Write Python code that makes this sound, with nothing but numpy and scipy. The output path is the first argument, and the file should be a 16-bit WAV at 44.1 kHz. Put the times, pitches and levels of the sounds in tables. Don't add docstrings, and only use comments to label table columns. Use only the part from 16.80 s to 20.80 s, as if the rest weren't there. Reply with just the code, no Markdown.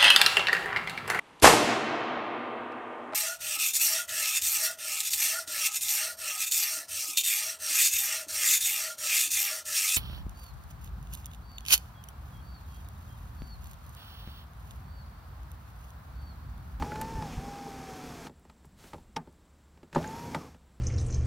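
import sys
import numpy as np
from scipy import signal
from scipy.fft import rfft, irfft
from scipy.io import wavfile

SR = 44100
rng = np.random.default_rng(int(sys.argv[2]) if len(sys.argv) > 2 else 0)


def store_pcm(level_fs):
    pcm = np.round(np.clip(level_fs, -1, 1) * 32767).astype(np.int16)
    wavfile.write(sys.argv[1], SR, np.atleast_2d(pcm).T)


N = 176400
T = np.arange(N) / SR

# start_s, stop_s, run_down_s, hiss_db, rumble_db, rumble_db_per_s, boom_db
WINDOW_RUNS = [(-.1, 1.475, 0.018, -52, -42.5, -3, -60), (3.152, 3.536, 0.26, -52, -45.5, 1.5, -47)]
# frequency_hz, level_db
SEAL_COLOUR = [(500, -10.5), (1000, 1.5), (1330, 1.5), (1420, -5.5), (1600, -1.5), (2000, -4), (2400, -3),
               (2950, -8.5), (3400, -6.5), (3850, -10), (4400, -8.5), (4750, -9.5), (5400, -7),
               (7100, -10.5), (8200, -14.5), (10400, -18.5), (11400, -21.5), (12500, -18.5), (15800, -22.5)]
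GEAR_COLOUR = [(30, -13), (70, -10.5), (110, -9), (160, 1), (200, -9), (250, 2), (345, -8.5), (440, -4),
               (600, -15), (860, -8.5), (1100, -26), (1500, -20.5), (3000, -67)]
# pitch_hz, width_hz, level_db
GLASS_RESONANCES = [(2620, 40, -29.5), (4535, 70, -22.5), (5300, 93, -22.5), (6330, 100, -24),
                    (8270, 56, -27), (11350, 640, -23)]
# time_s, boost_db
SEAL_DRAG = [(.44, 0.4), (.54, 2), (.59, 0), (1.05, 0.7), (1.24, 2), (1.42, 1)]
# time_s, pitch_hz, level_db
FIRST_WHINE = [(0, 800.5, -41.5), (.05, 813.7, -44), (.12, 847.4, -41.5), (.23, 885.3, -40),
               (.31, 906.5, -45.5), (.40, 878, -40), (.45, 826, -42), (.53, 711.3, -58), (.59, 766, -51),
               (.67, 803, -45), (.77, 808.3, -45.5), (1.0, 780.4, -49), (1.22, 744.4, -49),
               (1.46, 667, -58.5), (1.5, 561.6, -85)]
SECOND_WHINE = [(3.16, 516.4, -31.5), (3.18, 574, -39), (3.205, 621, -38.5), (3.222, 803, -47.5),
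                (3.26, 867, -41), (3.31, 884, -43), (3.36, 918, -44.5), (3.42, 944, -45.5),
                (3.54, 945, -51.5), (3.58, 902, -79.5)]
# cycles_per_turn, level_db
ROTOR_TONES = [(3, -17.5), (7, -14), (10, -27), (12, 0), (13, -24.5), (14, -25.5), (19, -32), (24, -22.5),
               (36, -33), (72, -29)]
# frequency_hz, level_db
CABIN_COLOUR = [(18, -61), (35, -22), (70, -8), (100, -24.5), (205, -19.5), (340, -23.5), (670, -29),
                (900, -28.5), (1550, -34), (2800, -43), (3600, -42.5), (6500, -52.5), (9000, -50),
                (12000, -66), (15800, -52)]
HAND_COLOUR = [(15, -21), (32, -3), (50, -3), (90, -9.5), (200, -8), (400, -28.5), (1500, -53)]
# time_s, level_db
HAND_LEVELS = [(0, -40.5), (.3, -44), (.45, -42.5), (.68, -47.5), (.8, -67), (.95, -55), (1.25, -55.5),
               (1.6, -62.5), (2.2, -57), (2.6, -65.5), (4, -64.5)]
# start_s, level_db, pitch_hz
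BUMPS = [(.008, -26, 63.5), (0.225, -34, 154), (.35, -30, 51.3), (0.379, -30, 104), (0.414, -36.5, 165),
         (0.568, -29, 55), (0.575, -30.5, 137.8), (1.86, -51.5, 139), (2.385, -38, 159),
         (3.562, -34.5, 152)]
# start_s, ring_db, thud_db, click_db
KNOCKS = [(0.0222, -23.5, -35, -32.5), (0.1185, -39, -37.5, -66), (0.1568, -49, -62, -36.5),
          (0.213, -39.5, -48, -35), (0.2176, -29.5, -40, -58), (0.4226, -31.5, -43, -40.5),
          (1.4668, -42.5, -47, -39), (1.4941, -48.5, -45, -53), (1.65, -51.5, -52, -59),
          (1.697, -57, -82, -50), (1.845, -54, -54.5, -56.5), (2.0388, -56, -52.5, -49),
          (2.1322, -37.5, -41.5, -41), (2.142, -44, -37.5, -52), (2.1803, -50, -52, -56),
          (2.361, -50, -52, -37.5), (2.364, -28, -39, -31), (2.3687, -28, -43.5, -48),
          (2.4725, -49.5, -46.5, -58), (2.9732, -57, -59, -57), (3.03, -54, -48.5, -52.5),
          (3.128, -53, -45.5, -41.5), (3.147, -45, -41, -33), (3.159, -17, -31.5, -38),
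          (3.1641, -28, -24.5, -45), (3.178, -39, -34, -40), (3.2, -48, -44, -53), (3.227, -48, -42.5, -40),
          (3.241, -45, -46, -39), (3.546, -28.5, -33, -29), (3.5492, -25.5, -43, -47),
          (3.745, -65, -55.5, -55)]
# pitch_hz, level_db, fade_s (time to fall by 60 dB)
DOOR_NOTES = [(85.6, -11.5, 0.48), (161.7, -5.5, 0.19), (236.4, -8.5, 0.08), (341, 3.5, 0.045),
              (450, -10, 0.13), (560, -4, 0.071)]
TRIM_NOTES = [(700.5, -18, 0.084), (802, -4.5, 0.044), (903, 0.5, 0.026), (1023, -6.5, 0.035),
              (1214, -8.5, 0.036), (1560, -14.5, 0.011), (1665, -16, 0.03), (1900, -23, 0.028)]
# frequency_hz, level_db
CLICK_COLOUR = [(300, 5.5), (1200, 7.5), (2500, 1.5), (4500, -3.5), (5600, -10.5), (7000, -11.5),
                (11000, -16), (16000, -29)]
PANEL_COLOUR = [(100, -25), (220, 9), (500, -5), (900, -2.5), (1250, -9), (1800, -15), (4000, -39)]
# delay_s, level_db
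ECHOES = [(.0043, -9.5), (.0079, -12), (0.012, -9), (0.0198, -14), (0.028, -21), (0.0406, -38)]
# start_s, level_db, pitch_hz, width_hz, fade_s
TICKS = [(.118, -30.5, 1600, 550, .024), (0.2122, -32.5, 10300, 7300, .02),
         (0.4228, -37, 3230, 3570, 0.011), (1.595, -65, 10140, 9000, .017), (1.852, -61, 9400, 8000, .045),
         (2.3622, -35, 5544, 747, 0.029), (2.525, -64, 9000, 9000, .017), (3.1521, -39, 7020, 900, 0.0093),
         (3.2425, -40, 1650, 300, 0.032), (3.2755, -36.5, 6900, 600, 0.012),
         (3.546, -30.5, 2170, 350, 0.022)]
# start_s, peak_s, stop_s, pitch_hz, width_hz, level_db
RUBS = [(.43, 0.536, 0.58, 2780, 1100, -55.5), (.55, 1.35, 1.4, 11380, 650, -70.5),
        (3.15, 3.35, 3.74, 11450, 800, -66)]
# start_s, stop_s, pitch_hz, chirps_per_s, level_db
CHIRP_ROWS = [(1.465, 2.32, 7650, 13.9, -80), (2.8, 4, 7640, 13.5, -85), (1.4, 4, 7365, 22, -83.5),
              (1.4, 4, 8050, 21, -85.5)]
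# time_s, level_db
BRUSH_LEVELS = [(1.96, -73), (1.99, -60), (2.07, -56), (2.13, -62), (2.26, -72.5), (2.35, -73.5)]
# frequency_hz, level_db
BRUSH_COLOUR = [(60, -22), (200, -11.5), (700, -11), (2000, -16), (6000, -18.5), (15000, -26.5)]
# start_s, length_s, start_hz, end_hz, level_db
WHIRS = [(3.555, 0.081, 1310, 1183, -53), (3.596, 0.0507, 1260, 954, -52), (3.64, 0.0536, 1312, 920, -54.5)]


def from_db(db):
    return 10 ** (np.asarray(db) / 20)


def unit_level(x):
    return x / np.sqrt(np.mean(x ** 2) + 1e-20)


def in_time(rows):
    times, *columns = np.transpose(rows)
    return [np.interp(T, times, column) for column in columns]


def noise(colour):
    hz, db = np.transpose(colour)
    bins_hz = np.arange(N // 2 + 1) * SR / N
    gain = from_db(np.interp(np.log(bins_hz + 1e-9), np.log(hz), db)) * (bins_hz > 22)
    return unit_level(irfft(rfft(rng.standard_normal(N)) * gain, N))


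def drift(rate_hz):
    r = np.exp(-2 * np.pi * rate_hz / SR)
    return unit_level(signal.lfilter([1], [1, -2 * r, r * r], rng.standard_normal(N + SR))[SR:])


def narrow_noise(hz, width_hz):
    edges_hz = np.clip([hz - width_hz / 2, hz + width_hz / 2], 20, .45 * SR)
    band = signal.butter(2, edges_hz, "band", fs=SR, output="sos")
    return unit_level(signal.sosfilt(band, rng.standard_normal(N)))


def impulses(times, db):
    out = np.zeros(N)
    np.add.at(out, np.clip(np.atleast_1d(times) * SR, 0, N - 1).astype(int), from_db(db))
    return out


def fading(spikes, fade_s, rise_s=.00092):
    r = np.exp(-1 / (rise_s * SR))
    rounded = signal.lfilter([1 - r], [1, -r], spikes + 1e-18)
    return signal.lfilter([1], [1, -from_db(-60 / (fade_s * SR))], rounded + 1e-18)


def struck(times, db, notes, spread_db):
    out = np.zeros(N)
    for k, (hz, note_db, fade_s) in enumerate(notes):
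        r, w = from_db(-60 / (fade_s * SR)), 2 * np.pi * hz / SR
        spikes = impulses(times, db + note_db + spread_db * rng.standard_normal(len(times)))
        out += (-1) ** k * signal.lfilter([0, np.sin(w)], [1, -2 * r * np.cos(w), r * r], spikes + 1e-18)
    return out


def sliding_window(run_up_s=.07):
    hiss = noise(SEAL_COLOUR)
    hiss += sum(from_db(db) * narrow_noise(hz, width) for hz, width, db in GLASS_RESONANCES)
    hiss *= from_db(.74 * drift(120) + in_time(SEAL_DRAG)[0])
    rumble = noise(GEAR_COLOUR) * from_db(-drift(24.4))
    boom = narrow_noise(hz=132, width_hz=125)
    out = np.zeros(N)
    for start, stop, run_down_s, hiss_db, rumble_db, db_per_s, boom_db in WINDOW_RUNS:
        fade_in = np.clip((T - start) / run_up_s + .5, 0, 1)
        fade_out = np.clip(1 - (T - stop) / run_down_s, 0, 1) ** 1.22
        gears = from_db(rumble_db + db_per_s * np.clip(T - start, 0, 2)) * rumble
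        out += fade_in * fade_out * (from_db(hiss_db) * hiss + gears + from_db(boom_db) * boom)
    return out


def motor(whine, slots=12, door_hz=1760, door_width_hz=120):
    hz, db = in_time(whine)
    unsteady_hz = hz * (1 + .003 * drift(42))
    rotor_angle = 2 * np.pi * np.cumsum(unsteady_hz) / SR / slots
    tones = np.zeros(N)
    for per_turn, tone_db in ROTOR_TONES:
        swell_db = 5 / (1 + (2 * (per_turn * hz / slots - door_hz) / door_width_hz) ** 2)
        gain = from_db(tone_db + swell_db + .9 * drift(25))
        tones += gain * np.sin(per_turn * rotor_angle + rng.uniform(0, 2 * np.pi))
    running = (T >= whine[0][0]) * (T < whine[-1][0])
    return np.sqrt(2) * from_db(db - 1) * tones * running


def cabin(hum_hz=68, hum_db=-63.5, air_db=-63.3):
    gain = np.sqrt(2) * from_db(hum_db + 3 * drift(2.7))
    hz = hum_hz * (1 + .046 * drift(5.7))
    hum = gain * np.sin(2 * np.pi * np.cumsum(hz) / SR)
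    return hum + from_db(air_db) * noise(CABIN_COLOUR)


def hand_bumps(rise_s=.0082):
    out = from_db(in_time(HAND_LEVELS)[0]) * noise(HAND_COLOUR)
    for start, db, hz in BUMPS:
        age = np.maximum(T - start, 0)
        swell = age / rise_s * np.exp(1 - age / rise_s)
        out += from_db(db) * swell * np.sin(2 * np.pi * hz * age)
    return out


def knocks(thud_delay_s=.00222):
    times, ring_db, thud_db, click_db = np.transpose(KNOCKS)
    click = noise(CLICK_COLOUR) * fading(impulses(times, click_db), fade_s=.032)
    panels = noise(PANEL_COLOUR) * fading(impulses(times, ring_db - 19), fade_s=.19)
    ring = struck(times, ring_db, TRIM_NOTES, spread_db=1)
    thud = struck(times + thud_delay_s, thud_db, DOOR_NOTES, spread_db=3)
    return click + panels + ring + thud


def echoes(sound, cutoff_hz=1030):
    copies = sum(from_db(db) * np.interp(T - delay, T, sound, left=0) for delay, db in ECHOES)
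    return signal.sosfilt(signal.butter(2, cutoff_hz, fs=SR, output="sos"), copies)


def ticks():
    return sum(narrow_noise(hz, width) * fading(impulses(start, db), fade_s)
               for start, db, hz, width, fade_s in TICKS)


def seal_rubs():
    return sum(from_db(db) * np.interp(T, [start, peak, stop], [0, 1, 0]) * narrow_noise(hz, width)
               for start, peak, stop, hz, width, db in RUBS)


def trill(haze_db=-84.5):
    out = from_db(haze_db) * narrow_noise(hz=7650, width_hz=800)
    for start, stop, hz, per_s, db in CHIRP_ROWS:
        beat = per_s * (T - start) + .1 * drift(3)
        pulses = np.sin(np.pi * beat) ** 6 * (T > start) * (T < stop)
        blurred_hz = hz * (1 + .005 * drift(90))
        tone = np.sin(2 * np.pi * np.cumsum(blurred_hz) / SR)
        out += 2 * from_db(db + 2 * drift(3)) * pulses * tone
    return out


def hand_brush():
    return from_db(in_time(BRUSH_LEVELS)[0]) * noise(BRUSH_COLOUR)


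def coasting_gears():
    out = np.zeros(N)
    for start, length, start_hz, end_hz, db in WHIRS:
        progress = np.clip((T - start) / length, 0, 1)
        hz = start_hz + (end_hz - start_hz) * progress
        out += from_db(db) * np.sin(np.pi * progress) * np.sin(2 * np.pi * np.cumsum(hz) / SR)
    return out


def scene():
    blows = knocks() + ticks()
    drive = motor(FIRST_WHINE) + motor(SECOND_WHINE) + coasting_gears()
    glass = sliding_window() + seal_rubs()
    hand = hand_bumps() + hand_brush()
    mono = blows + echoes(blows) + drive + glass + hand + cabin() + trill()
    return np.stack([mono, mono])


def record(dry, cutoff_hz=15800):
    return signal.sosfilt(signal.ellip(10, .1, 70, cutoff_hz, fs=SR, output="sos"), dry)


dry = scene()
out = record(dry)
store_pcm(out)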